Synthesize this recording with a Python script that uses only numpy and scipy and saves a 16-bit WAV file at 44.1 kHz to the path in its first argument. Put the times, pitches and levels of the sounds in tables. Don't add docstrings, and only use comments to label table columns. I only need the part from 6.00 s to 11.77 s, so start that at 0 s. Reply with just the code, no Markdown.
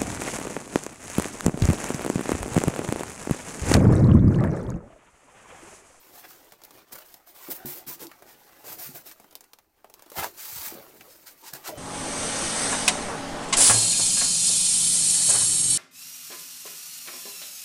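import sys
import numpy as np
from scipy import signal
from scipy.fft import rfft, irfft, next_fast_len
from scipy.io import wavfile
from scipy.ndimage import uniform_filter1d, map_coordinates

SR = 44100
rng = np.random.default_rng(int(sys.argv[2]) if len(sys.argv) > 2 else 0)


def dump_mix(stems):
    frames = np.atleast_2d(stems).T
    limited = np.clip(frames, -1, 1)
    pcm = np.round(limited * 32767).astype(np.int16)
    wavfile.write(sys.argv[1], SR, pcm)


N = 254671


def amp(db):
    return 10 ** (np.asarray(db) / 20)


def unit(x):
    return x / np.sqrt(np.mean(x ** 2) + 1e-20)


def along(points, hz):
    point_hz, value = np.transpose(points)
    return np.interp(np.log(hz + 1), np.log(point_hz + 1), value)


def decay(t, t60):
    return np.exp(-np.log(1000) * t / t60)


def swell(s, spread):
    return np.exp(-.5 * ((np.arange(N) / SR - s) / spread) ** 2)


def envelope(start, length, attack, t60):
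    t = np.arange(N) / SR - start
    return np.clip(t / attack, 0, 1) * decay(np.maximum(t - length, 0), t60)


def wobble(rate):
    knots = rng.standard_normal(4096)
    return map_coordinates(knots, [np.arange(N) * rate / SR], mode="wrap")


def add(track, s, sound):
    part = track[max(0, round(s * SR)):][:len(sound)]
    part += sound[:len(part)]


def colour(x, spectrum, size=4096):
    log_gain = np.log(amp(along(spectrum, np.fft.rfftfreq(size, 1 / SR))))
    cepstrum = irfft(log_gain)
    cepstrum[1:size // 2] *= 2
    cepstrum[size // 2 + 1:] = 0
    response = irfft(np.exp(rfft(cepstrum)))
    return signal.fftconvolve(x, response / np.linalg.norm(response))[:len(x)]


def slips(rate, spread_db, smooth):
    chance, size, sign = rng.random(N), rng.standard_normal(N), rng.standard_normal(N)
    grains = (chance < rate / SR) * np.sign(sign) * amp(spread_db * np.clip(size, -2, 2))
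    return unit(unit(grains) + smooth * rng.standard_normal(N))


def flex(x, depth_db, size=1024):
    z = signal.stft(x, nperseg=size)[2]
    field = uniform_filter1d(rng.standard_normal(z.shape), size=4, axis=0)
    field = uniform_filter1d(field, size=5, axis=1)
    flexed = signal.istft(z * amp(depth_db * unit(field)), nperseg=size)[1]
    return unit(flexed[:N])


def room(x, wet_db):
    # frequency in Hz, t60 in seconds.
    tail_t60 = [(100, 0.12), (400, 0.16), (1000, 0.091), (4000, 0.091), (15000, 0.099)]
    out, hop = np.zeros(N), SR // 4
    for start in range(0, N, hop):
        hz, t, z = signal.stft(rng.standard_normal(SR // 3), SR, nperseg=256)
        tail = signal.istft(z * decay(t, along(tail_t60, hz)[:, None]), SR, nperseg=256)[1]
        answer = signal.fftconvolve(x[start:start + hop], tail / np.linalg.norm(tail))
        add(out, start / SR + .0025, answer)
    return (x + amp(wet_db) * out) / np.hypot(1, amp(wet_db))


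def scraping(hiss_gain, rasp_gain, lift):
    # peak in seconds, hiss level in dB, rasp level in dB, spread in seconds.
    jerks = [(0.251, -57, -40.5, 0.0066), (0.315, -55, -56, 0.006), (.65, -43, -59, 0.0022),
             (.931, -39, -48, 0.0055), (0.958, -44.5, -53, 0.004), (0.987, -45.5, -52, 0.0038),
             (1.511, -33, -46, 0.0058), (1.522, -32.5, -48, 0.0045), (1.659, -36, -38, 0.0018),
             (3.121, -52, -58, 0.0034), (4.188, -42, -32.5, 0.0045), (4.198, -36, -36, 0.0072),
             (4.235, -53, -32.5, 0.0038), (4.243, -36.5, -36, 0.0052), (4.659, -44.5, -63, 0.011),
             (5.537, -34, -63, 0.0023)]
    # frequency in Hz, relative level in dB.
    hiss_spectrum = [(200, -86), (600, -26.5), (1200, -8), (2400, -9), (3300, -11), (4000, -7), (5200, -6),
                     (8000, -6), (10400, -7), (12500, -3.5), (14700, 1.5), (16000, -6.5)]
    # frequency in Hz, relative level in dB.
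    rasp_spectrum = [(150, -44), (350, -17), (520, -2), (760, 3.5), (1000, 0), (1200, -2), (1550, -4),
                     (2100, -5.5), (3000, -9.5), (6000, -15), (16000, -53)]
    for s, hiss_db, rasp_db, spread in jerks:
        jerk = swell(s, spread)
        hiss_gain = hiss_gain + amp(hiss_db) * jerk
        rasp_gain = rasp_gain + amp(rasp_db) * jerk
    hiss = colour(slips(rate=5000, spread_db=4.5, smooth=0.78), hiss_spectrum)
    hiss = flex(hiss, depth_db=1.7)
    high_pass = signal.butter(2, 10500, "high", fs=SR, output="sos")
    top = signal.sosfiltfilt(high_pass, hiss)
    hiss = (hiss - top + lift * top) / np.sqrt((1 + lift ** 2) / 2)
    rasp = colour(slips(rate=700, spread_db=3.0, smooth=0.58), rasp_spectrum)
    rasp = flex(rasp, depth_db=3.5)
    return room(amp(0.34) * hiss_gain * hiss + amp(-3.5) * rasp_gain * rasp, wet_db=-11)


def friction():
    # start in seconds, length in seconds, hiss level in dB, rasp level in dB,
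    # growth over the pull in dB, top-octave lift in dB.
    pulls = [(0.116, 0.081, -51, -53.5, 10, -1), (0.275, 0.14, -57, -62.5, -15, -1),
             (0.716, 0.069, -58, -57, 6, -3), (0.908, .11, -52.5, -53, 1, 1.5),
             (1.044, 0.13, -56, -66, -6, 1.5), (1.261, 0.056, -52.5, -58.5, -5, 2),
             (1.338, .15, -48, -51, 8, 2.5), (1.494, 0.07, -40, -49.5, 1, 7),
             (1.653, .14, -39, -52, -6.5, 5), (1.863, 0.071, -37, -52.5, -2.5, 3),
             (1.987, 0.047, -43, -48, 7.5, -1), (2.25, .075, -53.5, -54, 2.5, -2),
             (2.638, 0.091, -42, -48, 10, 0.5), (2.78, 0.097, -38.5, -52, -3, 1.5),
             (2.943, .027, -38, -44, -4, 6.5), (3.05, 0.051, -44, -53, -4, 1),
             (4.108, 0.046, -51.5, -55, 13, -1), (4.151, 0.11, -36.5, -36, -3, -2),
             (4.365, 0.32, -37.5, -52, 5.5, -1), (4.689, 0.053, -43, -47, -4, 1),
             (4.743, .12, -54, -49.5, -5, 10), (5.066, 0.068, -56, -71, 8, -8),
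             (5.253, 0.035, -45, -51.5, -0.5, -5), (5.423, 0.063, -44.5, -60, 10, -11),
             (5.535, 0.036, -39.5, -45, -12, -2), (5.63, 0.049, -41.5, -42.5, 19, -11)]
    attack_s, release_t60_s = 0.017, 0.13
    lift_per_db = .5
    touch_hiss_db, touch_rasp_db = -0.5, 0.5
    treble, mids = touch()
    hiss_power = (amp(touch_hiss_db) * treble) ** 2
    rasp_power = (amp(touch_rasp_db) * mids) ** 2
    weighted_lift_db = np.zeros(N)
    for start, length, hiss_db, rasp_db, growth_db, lift_db in pulls:
        progress = np.clip((np.arange(N) / SR - start) / length, 0, 1)
        effort_db = growth_db * (progress - .5)
        power = (amp(effort_db) * envelope(start, length, attack_s, release_t60_s)) ** 2
        hiss_power = hiss_power + amp(hiss_db) ** 2 * power
        rasp_power = rasp_power + amp(rasp_db) ** 2 * power
        pull_lift_db = lift_db + lift_per_db * effort_db
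        weighted_lift_db = weighted_lift_db + amp(hiss_db) ** 2 * power * pull_lift_db
    uneven = amp(1.0 * wobble(rate=70))
    lift = amp(weighted_lift_db / hiss_power)
    return uneven * np.sqrt(hiss_power), uneven * np.sqrt(rasp_power), lift


def touch():
    # time in seconds, treble level in dB, mids level in dB.
    contact = [(0.0, -56.5, -58.5), (0.24, -55, -55.5), (0.66, -62.5, -57), (1.36, -63, -61),
               (1.62, -56, -53), (2.26, -61, -59), (2.57, -57.5, -56), (2.88, -46, -58.5), (3.09, -58, -62),
               (3.34, -66, -60.5), (3.55, -71.5, -73), (3.86, -71.5, -67.5), (4.08, -61, -57),
               (4.58, -44, -58.5), (4.71, -59, -53), (4.85, -55.5, -56), (5.4, -54.5, -62.5),
               (5.77, -54, -47)]
    # middle in seconds, spread in seconds.
    pauses = [(0.583, 0.035), (0.856, 0.014), (1.243, 0.025), (1.856, 0.0092), (3.032, 0.0071),
              (3.7, 0.035), (5.363, 0.015)]
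    pause_db = -5
    s, treble_db, mids_db = np.transpose(contact)
    rest_db = pause_db * sum(swell(middle, spread) for middle, spread in pauses)
    return [amp(np.interp(np.arange(N) / SR, s, db) + rest_db) for db in (treble_db, mids_db)]


def crinkles(firmness):
    out, t = np.zeros(N), np.arange(SR // 50) / SR
    rate = 55
    for length, pitch, size, life in rng.standard_normal((int(rate * N / SR), 4)):
        s = rng.random() * N / SR
        hz = np.clip(2300 * np.exp(.6 * pitch), 500, 9000)
        sheet = np.sin(2 * np.pi * hz * t) * decay(hz * t, 5 * np.exp(0.25 * life))
        shiver = rng.standard_normal(len(t)) * decay(t, 0.012 * np.exp(0.43 * length))
        pop = unit(signal.fftconvolve(shiver, sheet)[:len(t)])
        add(out, s, amp(7.2 * np.clip(size, -2, 1.5)) * pop)
    firmness = firmness / (1 + firmness / amp(-52.0))
    return room(amp(-8) * firmness * unit(out), wet_db=-1)


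def snaps():
    # start in seconds, treble level in dB, tock level in dB, tock pitch in Hz.
    creases = [(.522, -43, -46.5, 720), (.535, -54, -52, 900), (.618, -49, -51, 910),
               (.637, -39, -50.5, 596), (0.708, -45.5, -50, 940), (1.021, -64, -49, 2630),
               (1.142, -37.5, -50.5, 900), (2.069, -39, -52, 700), (2.115, -47.5, -43, 1730),
               (2.223, -52, -42.5, 650), (2.641, -59, -44.5, 716), (3.114, -41, -48.5, 1640),
               (3.199, -49, -45.5, 680), (3.243, -56, -48, 694), (3.310, -49, -66, 700),
               (3.326, -50, -56, 700), (3.354, -33, -46, 805), (3.408, -43, -53, 840),
               (3.441, -49.5, -58, 880), (3.534, -41, -49, 1220), (3.587, -50, -52, 1410),
               (3.844, -69, -41.5, 900), (3.899, -48, -49.5, 880), (3.940, -41, -50, 1070),
               (3.994, -49, -51, 1170), (4.023, -44, -49.5, 800), (4.062, -51, -49, 600),
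               (4.101, -40, -58, 1000), (4.118, -42, -40, 577), (5.009, -48.5, -42.5, 2440)]
    # frequency in Hz, relative level in dB.
    crack_spectrum = [(200, -37), (1200, -17), (2800, -1.5), (5500, 3), (9500, 0), (14000, 3.5), (16000, 3)]
    # frequency in Hz, relative level in dB.
    tock_spectrum = [(80, -18), (300, -1.5), (750, 1.5), (1200, -7), (2500, -13.5), (4000, -24.5),
                     (16000, -23)]
    shiver_db, shiver_per_db, middling_snap_db = -0.5, -0.54, -44
    out, t = np.zeros(N), np.arange(SR // 10) / SR
    for s, treble_db, tock_db, tock_hz in creases:
        flip_noise, shiver_noise, tock_noise = rng.standard_normal((3, len(t)))
        shiver = unit(shiver_noise * decay(t, 0.018) * (1 - np.exp(-t / 0.0023)))
        flip = unit(flip_noise * decay(t, 0.002))
        crack = flip + amp(shiver_db + shiver_per_db * (treble_db - middling_snap_db)) * shiver
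        crack = unit(colour(crack, crack_spectrum))
        body = [(hz * tock_hz / 750, db) for hz, db in tock_spectrum]
        tock = unit(colour(tock_noise * decay(t, 0.033), body))
        add(out, s, amp(treble_db - 15.0) * crack + amp(tock_db - 14.0) * tock)
    return room(out, wet_db=-9.0)


def knocks():
    # start in seconds, level in dB, contact pitch in Hz, ring level in dB.
    hits = [(4.2432, -17, 1030, -30), (5.688, -34, 645, -14.5)]
    # frequency in Hz, relative level in dB, t60 in seconds.
    block_modes = [(614, -8, 0.03), (783, 13, 0.079), (967, 18.5, .07), (1330, -3, 0.083),
                   (1510, -4, 0.074), (1990, -12, .04)]
    return blows(hits, block_modes, grit_db=-1.5)


def bumps():
    # start in seconds, level in dB, contact pitch in Hz, ring level in dB.
    thumps = [(1.6495, -27, 251, -3.5), (1.868, -43.5, 200, 4.5), (2.014, -48, 427, -2),
              (2.89, -41, 230, 0), (4.186, -31, 126, -19.5), (4.197, -39, 91, -28), (4.526, -50, 110, -22),
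              (4.562, -43, 134, -24), (4.586, -48.5, 77, -20), (4.672, -47, 199, -12),
              (4.723, -34, 374, -27), (4.752, -40.5, 240, -12), (5.532, -45.5, 173, 2)]
    # frequency in Hz, relative level in dB, t60 in seconds.
    hollow_modes = [(77, -45, 0.1), (142.5, -6, 0.22), (261, -3, 0.14), (357, -6, 0.34), (405, -19, .1)]
    return blows(thumps, hollow_modes, grit_db=-28)


def blows(rows, modes, grit_db):
    # frequency in Hz, relative level in dB.
    grit_spectrum = [(100, -8), (700, -4), (1500, 1), (3000, -11), (7000, -6), (16000, -19)]
    out, t = np.zeros(N), np.arange(SR // 3) / SR
    for s, db, contact_hz, ring_db in rows:
        cycles = contact_hz * t
        push = -np.sin(2 * np.pi * cycles) * 2 * cycles * np.exp(1 - 2 * cycles)
        ring = np.zeros(len(t))
        for hz, mode_db, t60 in modes:
            level = amp(mode_db + rng.normal(0, 0.29))
            tone = np.sin(2 * np.pi * (hz * t + rng.random())) * decay(t, t60)
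            ring += level * tone / (1 + (hz / contact_hz / 1.66) ** 4)
        crush = rng.standard_normal(len(t)) * decay(cycles, 7.8) * (1 - np.exp(-2 * cycles))
        grit = colour(crush, grit_spectrum)
        ring = ring * (1 - np.exp(-cycles))
        add(out, s, amp(db) * (push + amp(ring_db) * ring + amp(grit_db) * grit))
    return room(out, wet_db=-15.0)


def groans():
    # peak in seconds, level in dB, pitch in Hz, spread in seconds.
    rubs = [(1.62, -53, 1485, 0.026), (1.624, -56, 750, 0.037), (1.916, -47, 1016, 0.013),
            (2.052, -46, 325, 0.022), (2.67, -57, 445, 0.024), (2.811, -46.5, 730, 0.015),
            (2.909, -54, 140.6, 0.037), (4.59, -50.5, 914, 0.031), (5.466, -51.5, 925, 0.028),
            (5.553, -49.5, 1680, 0.015), (5.57, -52, 820, 0.021), (5.694, -35, 637, 0.0051),
            (5.735, -42.5, 602, 0.017)]
    out, t = np.zeros(N), np.arange(SR // 10) / SR
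    drive = slips(rate=1700, spread_db=2.5, smooth=0.65)
    for s, db, hz, spread in rubs:
        panel = np.sin(2 * np.pi * hz * t) * decay(hz * t, 33) * (1 - np.exp(-hz * t))
        out += amp(db) * swell(s, spread) * unit(signal.oaconvolve(drive, panel)[:N])
    return out


def handling():
    # start in seconds, level in dB, t60 in seconds.
    regrips = [(.72, -55.5, 0.58), (.912, -52.5, 0.43), (1.476, -44.5, 0.33), (1.7, -58.5, 0.6),
               (1.87, -54.5, 0.55), (2.0, -47, 0.28), (2.21, -55.5, 0.36), (2.635, -52, 1.7),
               (2.94, -53.5, 0.26), (4.164, -35.5, 0.36), (4.725, -45, 0.58), (4.93, -59.5, 3.9),
               (5.525, -54.5, .35), (5.675, -40, 1)]
    # frequency in Hz, relative level in dB.
    cloth_spectrum = [(20, -48), (45, -13), (80, -9.5), (150, -5), (215, -7), (335, 3.5), (440, -0.5),
                      (600, -4.5), (1200, -32), (5000, -87)]
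    attack_s, touch_rub_db = .02, -6.5
    rub = colour(slips(rate=250, spread_db=1.5, smooth=0.54), cloth_spectrum)
    rub = flex(rub, depth_db=3.2)
    grips = sum(amp(db) * envelope(s, attack_s, attack_s, t60) for s, db, t60 in regrips)
    mids = touch()[1]
    return np.hypot(grips, amp(touch_rub_db) * mids) * rub


def room_air():
    # frequency in Hz, relative level in dB.
    air_spectrum = [(20, 4), (60, -2.5), (150, -7.5), (400, -10), (1000, -20), (4000, -29), (16000, -30)]
    return amp(-75.5) * unit(colour(rng.standard_normal(N), air_spectrum))


def scene():
    hiss_gain, rasp_gain, lift = friction()
    foam_and_film = scraping(hiss_gain, rasp_gain, lift) + crinkles(rasp_gain) + snaps()
    contacts = knocks() + bumps() + groans() + handling()
    return (foam_and_film + contacts + room_air())[None]


def record(dry):
    top_hz = 16000
    size = next_fast_len(N + SR // 2)
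    keep = np.fft.rfftfreq(size, 1 / SR) < top_hz
    return irfft(rfft(dry, size) * keep, size)[..., :N]


dry = scene()
out = record(dry)
dump_mix(out)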